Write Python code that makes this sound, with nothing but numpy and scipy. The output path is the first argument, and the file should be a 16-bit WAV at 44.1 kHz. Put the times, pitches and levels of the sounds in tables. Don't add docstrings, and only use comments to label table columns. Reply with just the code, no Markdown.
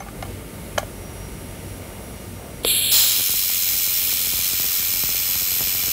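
import sys
import numpy as np
from scipy import signal
from scipy.fft import rfft, irfft
from scipy.io import wavfile
from scipy.ndimage import uniform_filter1d

SR = 44100
rng = np.random.default_rng(int(sys.argv[2]) if len(sys.argv) > 2 else 0)


def level_to_linear(level):
    exponent = np.asarray(level, float) / 20
    return 10 ** exponent


def int16_out(signal):
    q = np.round(np.clip(np.atleast_2d(signal).T, -1, 1) * 32767)
    wavfile.write(sys.argv[1], SR, q.astype(np.int16))


N = 261072
T = np.arange(N) / SR
HZ = np.arange(N // 2 + 1) * SR / N + 1e-3
LOG_HZ = np.log(HZ)
VALVE_S, IGNITE_S = 2.6485, 2.912
SWING_HZ, SWING_TOP_S = 91.27, 4.6647


def curve(rows):
    times, levels = np.transpose(rows)
    return np.interp(T, times, levels)


def walk(rate_hz):
    hold = int(SR / rate_hz)
    steps = np.repeat(rng.standard_normal(N // hold + 1), hold)
    return 1.115 * uniform_filter1d(steps, hold)[:N]


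def bump(s, width_s):
    return np.exp(-((T - s) / width_s) ** 2)


def die_away(t, t60_s):
    return np.exp(-np.log(1000) * t / t60_s)


def resonances(rows, skirt):
    return sum(level_to_linear(2 * db) / (1 + (2 * (HZ - hz) / width_hz) ** 2) ** skirt for hz, width_hz, db in rows)


def bands(source, power, edges_hz):
    spectrum = rfft(source) * np.sqrt(power)
    spectrum *= N / np.sqrt(2 * np.sum(np.abs(spectrum) ** 2))
    place = np.interp(LOG_HZ, np.log(edges_hz), np.arange(len(edges_hz)))
    for k, hz in enumerate(edges_hz):
        share = np.maximum(1 - np.abs(place - k), 0)
        yield hz, irfft(spectrum * share, N)


def ring(modes):
    t = T[:4096]
    y = sum(level_to_linear(db) * np.sin(2 * np.pi * hz * t) * die_away(t, t60_s) for hz, db, t60_s in modes)
    return y / np.max(np.abs(y))


def add(out, s, x):
    i = int(s * SR)
    out[i:i + len(x)] += x[:N - i]


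def tone(hz, db, drift, flutter_db):
    level = np.sqrt(2) * level_to_linear(db + flutter_db * walk(25.0))
    unsteady_hz = hz * (1 + drift * walk(40))
    return level * np.sin(2 * np.pi * np.cumsum(unsteady_hz) / SR)


# f/Hz, level/dB (per Hz)
SHOP_COLOUR = [(15, -40), (28, -1), (48, -2), (200, -7.5), (607, -14), (1070, -27.5), (1440, -24),
               (2600, -25.5), (5000, -31), (6210, -31), (9570, -31), (10400, -32), (12500, -31.5),
               (15700, -30)]
# f/Hz, width/Hz, level/dB
SHOP_HUMPS = [(53.5, 6.9, 5), (96.7, 9.2, 8.5), (198, 6.4, 5), (2160, 620, 3), (8743, 2000, 2),
              (11500, 790, 6.5), (10900, 120, 9), (1180, 950, 2.5)]
# f/Hz, level/dB
WHINES = [(48.4, -56), (199.2, -53), (909.8, -58), (1211, -61), (8172, -60), (8549, -71), (10067, -60),
          (11402, -71.5), (13867, -72), (14250, -64.5), (14820, -72)]
# f/Hz, resting level/dB, top t/s, swell/dB, half length/s
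SWELLS = [
    (5705, -78, 1.2, 24, .45),
    (5703, -78, 2.15, 20, 1.1),
    (11018, -56.5, 1.4, 5, 1.1),
    (13870, -72, .35, 10, .2),
    (2853, -74, 1.8, 14, 1.3),
]
# t/s, level/dB
GAIN = [
    (0, -2.5),
    (.25, 0),
    (2.6, -0.5),
    (2.9, -1.5),
    (3.05, -10.5),
    (3.45, -13),
    (3.92, -18),
    (4.05, -10.5),
    (5.92, -15),
]


def workshop():
    hz_points, db_points = np.transpose(SHOP_COLOUR)
    colour = level_to_linear(2 * np.interp(LOG_HZ, np.log(hz_points), db_points))
    power = colour * (1 + resonances(SHOP_HUMPS, skirt=4.8))
    until_valve = np.minimum(T, VALVE_S)
    weld_hiss_db = 13.5 * np.clip((T - VALVE_S) / 2.4, 0, 1)
    hiss_db = -2 + 0.66 * until_valve + weld_hiss_db
    noise, swell = 0, walk(1.74)
    for hz, x in bands(rng.standard_normal(N), power, 40 * 2. ** np.arange(9)):
        wander_db = .4 * swell + (1.3 if hz < 1000 else .7) * walk(8)
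        noise = noise + x * level_to_linear(wander_db + hiss_db * (hz > 1000))
    whine = sum(tone(hz, db, drift=0.00202, flutter_db=2.0) for hz, db in WHINES)
    for hz, db, s, swell_db, width_s in SWELLS:
        whine = whine + tone(hz, db + swell_db * bump(s, width_s), drift=0.00158, flutter_db=2.1)
    noise_db = -34 - 0.36 * until_valve
    return (noise * level_to_linear(noise_db) + whine) * level_to_linear(curve(GAIN))


# t/s, peak level/dB, brightness/dB, contact/ms
TAPS = [(.003, -25, -18, 4), (.017, -28, -16, 11), (.061, -29, -22, 12), (.084, -28.5, -18, 3.5),
        (.2248, -20, -6, 2.35), (.2315, -31, -4, 4.0), (.250, -31, -8, 5.8), (.7772, -10, -24, 2.2),
        (.7812, -7, -1, 1.26), (0.789, -25, -21, 7.5), (.803, -42, -15, 5.9), (.8290, -23.5, -22, 1.8)]
# f/Hz, level/dB, t60/s
SHEET = [(635, -12, 0.028), (788, -1, 0.025), (1155, 0, 0.029), (1390, 1, 0.015), (1690, -3.5, .02),
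         (2133, -2, 0.037), (2300, -5, 0.015), (2930, -0.5, 0.011), (3860, -4, 0.011), (4320, -10, 0.018),
         (5050, -5, 0.01), (6100, -5, 0.012), (6500, -22, 0.0057), (8400, -18, .006), (9270, -22, 0.0051),
         (11500, -19, 0.0054), (13700, -19, 0.0056)]


def taps():
    out = np.zeros(N)
    no_bass = signal.butter(6, 530, "high", fs=SR, output="sos")
    buzz_band = signal.butter(1, [2500, 11000], "band", fs=SR, output="sos")
    for s, db, bright_db, contact_ms in TAPS:
        modes = []
        for hz, mode_db, t60_s in SHEET:
            touched_hz = hz * (1 + 0.016 * rng.standard_normal())
            modes.append((touched_hz, mode_db + bright_db * np.log2(hz / 1000) / 2, t60_s))
        u = T[:1024] * 1000 / contact_ms
        scrape = rng.standard_normal(1024) * u * np.exp(-2 * u)
        y = signal.sosfilt(no_bass, signal.fftconvolve(ring(modes), scrape))
        add(out, s, level_to_linear(db) * y / np.max(np.abs(y)))
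        buzz = signal.sosfilt(buzz_band, rng.standard_normal(2049))[1:] * die_away(T[:2048], 0.069)
        add(out, s, level_to_linear(db + bright_db - 15) * buzz)
    return out


# t/s, peak level/dB, f/Hz, t60/s
TINK = (.003, -35, 6150, .06)


def tink():
    out = np.zeros(N)
    s, db, hz, t60_s = TINK
    add(out, s, level_to_linear(db) * ring([(hz, 0, t60_s)]))
    return out


# f/Hz, width/Hz, level/dB
GAS_CORNER = [(1680, 400, -20), (2430, 300, -5.5), (2800, 160, -4), (3220, 430, -2), (3630, 1070, -1.5),
              (4230, 330, -3), (7650, 610, -6), (8350, 450, -8.5), (9000, 500, -9), (10060, 880, -4.5),
              (10800, 500, -4), (11200, 670, 1), (12059, 640, -6), (13100, 820, -7), (14400, 900, -15),
              (15300, 900, -9)]


def gas():
    hiss, gust = 0, walk(60)
    for hz, x in bands(rng.standard_normal(N), resonances(GAS_CORNER, skirt=2.52), 1500 * 2 ** np.arange(0, 3.6, .7)):
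        hiss = hiss + x * level_to_linear(1.0 * gust + 0.62 * walk(24.85))
    dip_db = -6 * bump(VALVE_S + .011, .012)
    flow_db = -19 - 4 * (T - VALVE_S) + dip_db
    flow = level_to_linear(flow_db + 0.61 * curve(GAIN))
    leak = level_to_linear(-35) * np.clip((T - 2.633) / 0.0022, 0, 1)
    return hiss * np.where(T > VALVE_S, flow, leak)


# f/Hz, level/dB, t60/s
VALVE_SNAP = [(2550, -8, .007), (3400, 0, .0045), (4250, -7, .007), (10500, -22, .004), (14000, -28, .004)]
# f/Hz, level/dB, t60/s
VALVE_BODY = [(484, 0.5, 0.027), (627, -12, .025), (950, -6, .0082), (1210, -9, 0.0072)]


def valve():
    out = np.zeros(N)
    rise = 1 - np.exp(-(T[:4096] / .0002) ** 2)
    add(out, VALVE_S, level_to_linear(1.5) * rise * ring(VALVE_SNAP))
    add(out, VALVE_S + 0.00046, level_to_linear(-6.5) * rise * ring(VALVE_BODY))
    return out


# f/Hz, width/Hz, level/dB
FLARE_CORNER = [(1350, 1800, -17.5), (3230, 570, -2.5), (4160, 760, -1), (5180, 490, -2), (7180, 710, -1.5),
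                (8000, 550, -4.5), (9900, 700, -12), (11200, 1000, -5), (13100, 900, -11),
                (15200, 1200, -1)]


def flare():
    roar, burst = 0, walk(110)
    for hz, x in bands(rng.standard_normal(N), resonances(FLARE_CORNER, skirt=1.54), [1500, 3500, 7000, 14000]):
        roar = roar + x * level_to_linear(0.66 * burst + 0.64 * walk(40))
    age = T - IGNITE_S
    rise_s, hold_s = 0.022, 0.066
    sag_db = 45 * np.maximum(age - rise_s - hold_s, 0)
    fall_db = 190 * np.maximum(T - 3.19, 0)
    return roar * level_to_linear(-17 - sag_db - fall_db) * np.sqrt(np.clip(age / rise_s, 0, 1))


# f/Hz, width/Hz, level/dB
PLUME_CORNER = [(677, 870, -26.5), (1334, 500, -14.5), (1830, 470, -15), (2190, 340, -8), (2400, 240, -2.5),
                (2906, 590, -4.5), (3430, 430, -6), (4196, 480, -3), (4970, 610, -3.5), (5430, 390, -0.5),
                (6255, 330, -0.5), (6700, 400, -7), (7095, 520, -2), (8300, 1700, -6.5), (9310, 370, -4),
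                (9900, 550, -5.5), (11100, 600, -16), (10850, 450, -8), (12150, 1330, -2.5),
                (13500, 640, -2), (13900, 600, -7.5), (14700, 630, -0.5), (14950, 670, 0.5),
                (15900, 500, 0)]
# f/Hz, depth/dB
THROB = [(1000, 4.5), (2700, 2.5), (4000, 2.5), (5600, 7), (7100, 7.5), (8500, 2.5), (14000, 2)]
# settled level/dB, extra level at lighting/dB, flutter/dB
CHOP = [(-44, 10, 1.5), (-37.5, -3, 1), (-28, -2.5, .5)]
# t/s, level/dB
WHISTLE = [
    (2.93, 5),
    (3.05, 0),
    (3.15, -11),
    (3.3, -1),
    (4.05, 1),
    (4.25, -5.5),
    (4.55, -2.5),
    (4.8, .5),
    (5.92, 0),
]


def plume():
    swing = 2 * np.pi * SWING_HZ * (T - SWING_TOP_S)
    age = np.maximum(T - IGNITE_S, 0)
    grit = rng.standard_normal(N) * level_to_linear(2.0 * rng.exponential(size=N))
    throb_hz, throb_db = np.transpose(THROB)
    low_db, high_db = -2 + 1 * age, 3 - 0.8 * age
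    roar, burst = 0, walk(90)
    for hz, x in bands(grit, resonances(PLUME_CORNER, skirt=1.67), 1000 * 2 ** np.arange(0, 4.1, .5)):
        part_db = low_db if hz < 4500 else high_db * np.clip((hz - 7500) / 5000, 0, 1)
        depth_db = np.interp(np.log(hz), np.log(throb_hz), throb_db)
        roar = roar + x * level_to_linear(part_db + depth_db * np.cos(swing) + 0.55 * burst + 0.28 * walk(20))
    sound = roar * level_to_linear(-23.5 - .5 * age)
    sway = .11 * np.cos(swing + .35) + .07 * np.cos(2 * swing + .7)
    beat_db = -1.3 * np.cos(swing + .4) + 1.1 * np.cos(2 * swing + .8)
    chop_hz = 3999.7
    phase = 2 * np.pi * chop_hz * T + sway + .04 * walk(12)
    settling = np.exp(-age / 0.75)
    for k, (db, extra_db, flutter_db) in enumerate(CHOP, 1):
        level_db = db + extra_db * settling + flutter_db * walk(11)
        if k == 3:
            level_db = level_db + curve(WHISTLE)
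        sound = sound + np.sqrt(2) * level_to_linear(level_db + beat_db) * np.sin(k * phase)
    return sound * np.clip((T - IGNITE_S) / .008, 0, 1)


# t/s, peak level/dB, slowness (1 is usual)
POPS = [(3.1834, -33, 0.86), (3.1957, -26, 0.54), (3.2066, -28, .46), (3.2938, -25.5, 0.51),
        (3.3391, -32.5, 1.3), (3.7342, -32.5, 1.14), (3.8752, -30.5, 0.71), (4.1274, -27.5, 0.63),
        (4.2707, -30.5, 0.85), (4.3353, -27.5, 0.93), (4.39, -28.5, 1.1), (4.5328, -29, 1.2),
        (4.5989, -24, 0.56), (4.6424, -25.5, 0.48), (4.6539, -32, 0.8), (4.796, -30.5, 0.73),
        (4.9379, -32, 1.3), (5.0364, -24, 0.6), (5.0904, -26, 0.6), (5.1469, -29.5, 1.45),
        (5.3549, -28.5, 1), (5.4207, -30.5, 1.3), (5.5174, -31.5, 1.3), (5.6076, -25, 0.7),
        (5.6172, -26, 0.49), (5.6289, -29, 0.77), (5.672, -32, 1.3), (5.7493, -27.5, 0.94),
        (5.8352, -30.5, 1.15), (5.882, -27, 0.57)]


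def pops():
    out, t = np.zeros(N), T[1:2400]
    first = np.ceil((IGNITE_S - SWING_TOP_S) * SWING_HZ)
    last = (N / SR - SWING_TOP_S) * SWING_HZ - 1
    times = SWING_TOP_S + np.arange(first, last) / SWING_HZ
    jitter, size, pace = rng.random((len(times), 3)).T
    louder_db = np.minimum(-4.5 * np.log(size), 10)
    faint_db = -49 + 2.5 * (times - IGNITE_S) + louder_db
    faint = list(zip(times + 0.0025 * (jitter - .5), faint_db, 0.62 + 0.68 * pace))
    for s, db, slow in faint + list(POPS):
        u = t / np.clip(slow, .4, 2)
        chirp = np.cos(4 * np.log(u / .0015)) * (1 - np.exp(-(u / .00035) ** 2))
        body = np.exp(-u / 0.011) * (0.74 + u / 0.014)
        crack = 1.72 * np.exp(-u / 0.00075)
        add(out, s, level_to_linear(db - 1.0) * chirp * (body + crack))
    return out


# t/s, peak level/dB
SPARKS = [
    (4.4, -32),
    (4.1, -25),
    (5.6180, -31),
    (3.5, -19),
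]


def sparks():
    out = np.zeros(N)
    for s, db in SPARKS:
        add(out, s, level_to_linear(db) * ring([(1000, 0, .005), (1700, -1, .005), (2200, -1, .008)]))
    return out


def room_echo(near):
    t = T[:SR // 2]
    tail = rng.standard_normal(SR // 2) * die_away(t, 0.26) * (t > .004)
    return signal.fftconvolve(near, tail / np.sqrt(np.sum(tail ** 2)))[:N]


def scene():
    machines = workshop()
    near = taps() + tink() + gas() + valve() + flare() + plume() + pops() + sparks()
    return (near + level_to_linear(-17) * room_echo(near) + machines)[None]


def roll_off(x):
    return signal.sosfilt(signal.butter(12, 16900, fs=SR, output="sos"), x)


def record(dry):
    x = signal.sosfilt(signal.butter(7, 39, "high", fs=SR, output="sos"), dry)
    x = np.tanh(0.94 * x) / 0.87
    x = signal.sosfilt(signal.ellip(14, .3, 70, 15715, fs=SR, output="sos"), x)
    return roll_off(x)


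dry = scene()
out = record(dry)
int16_out(out)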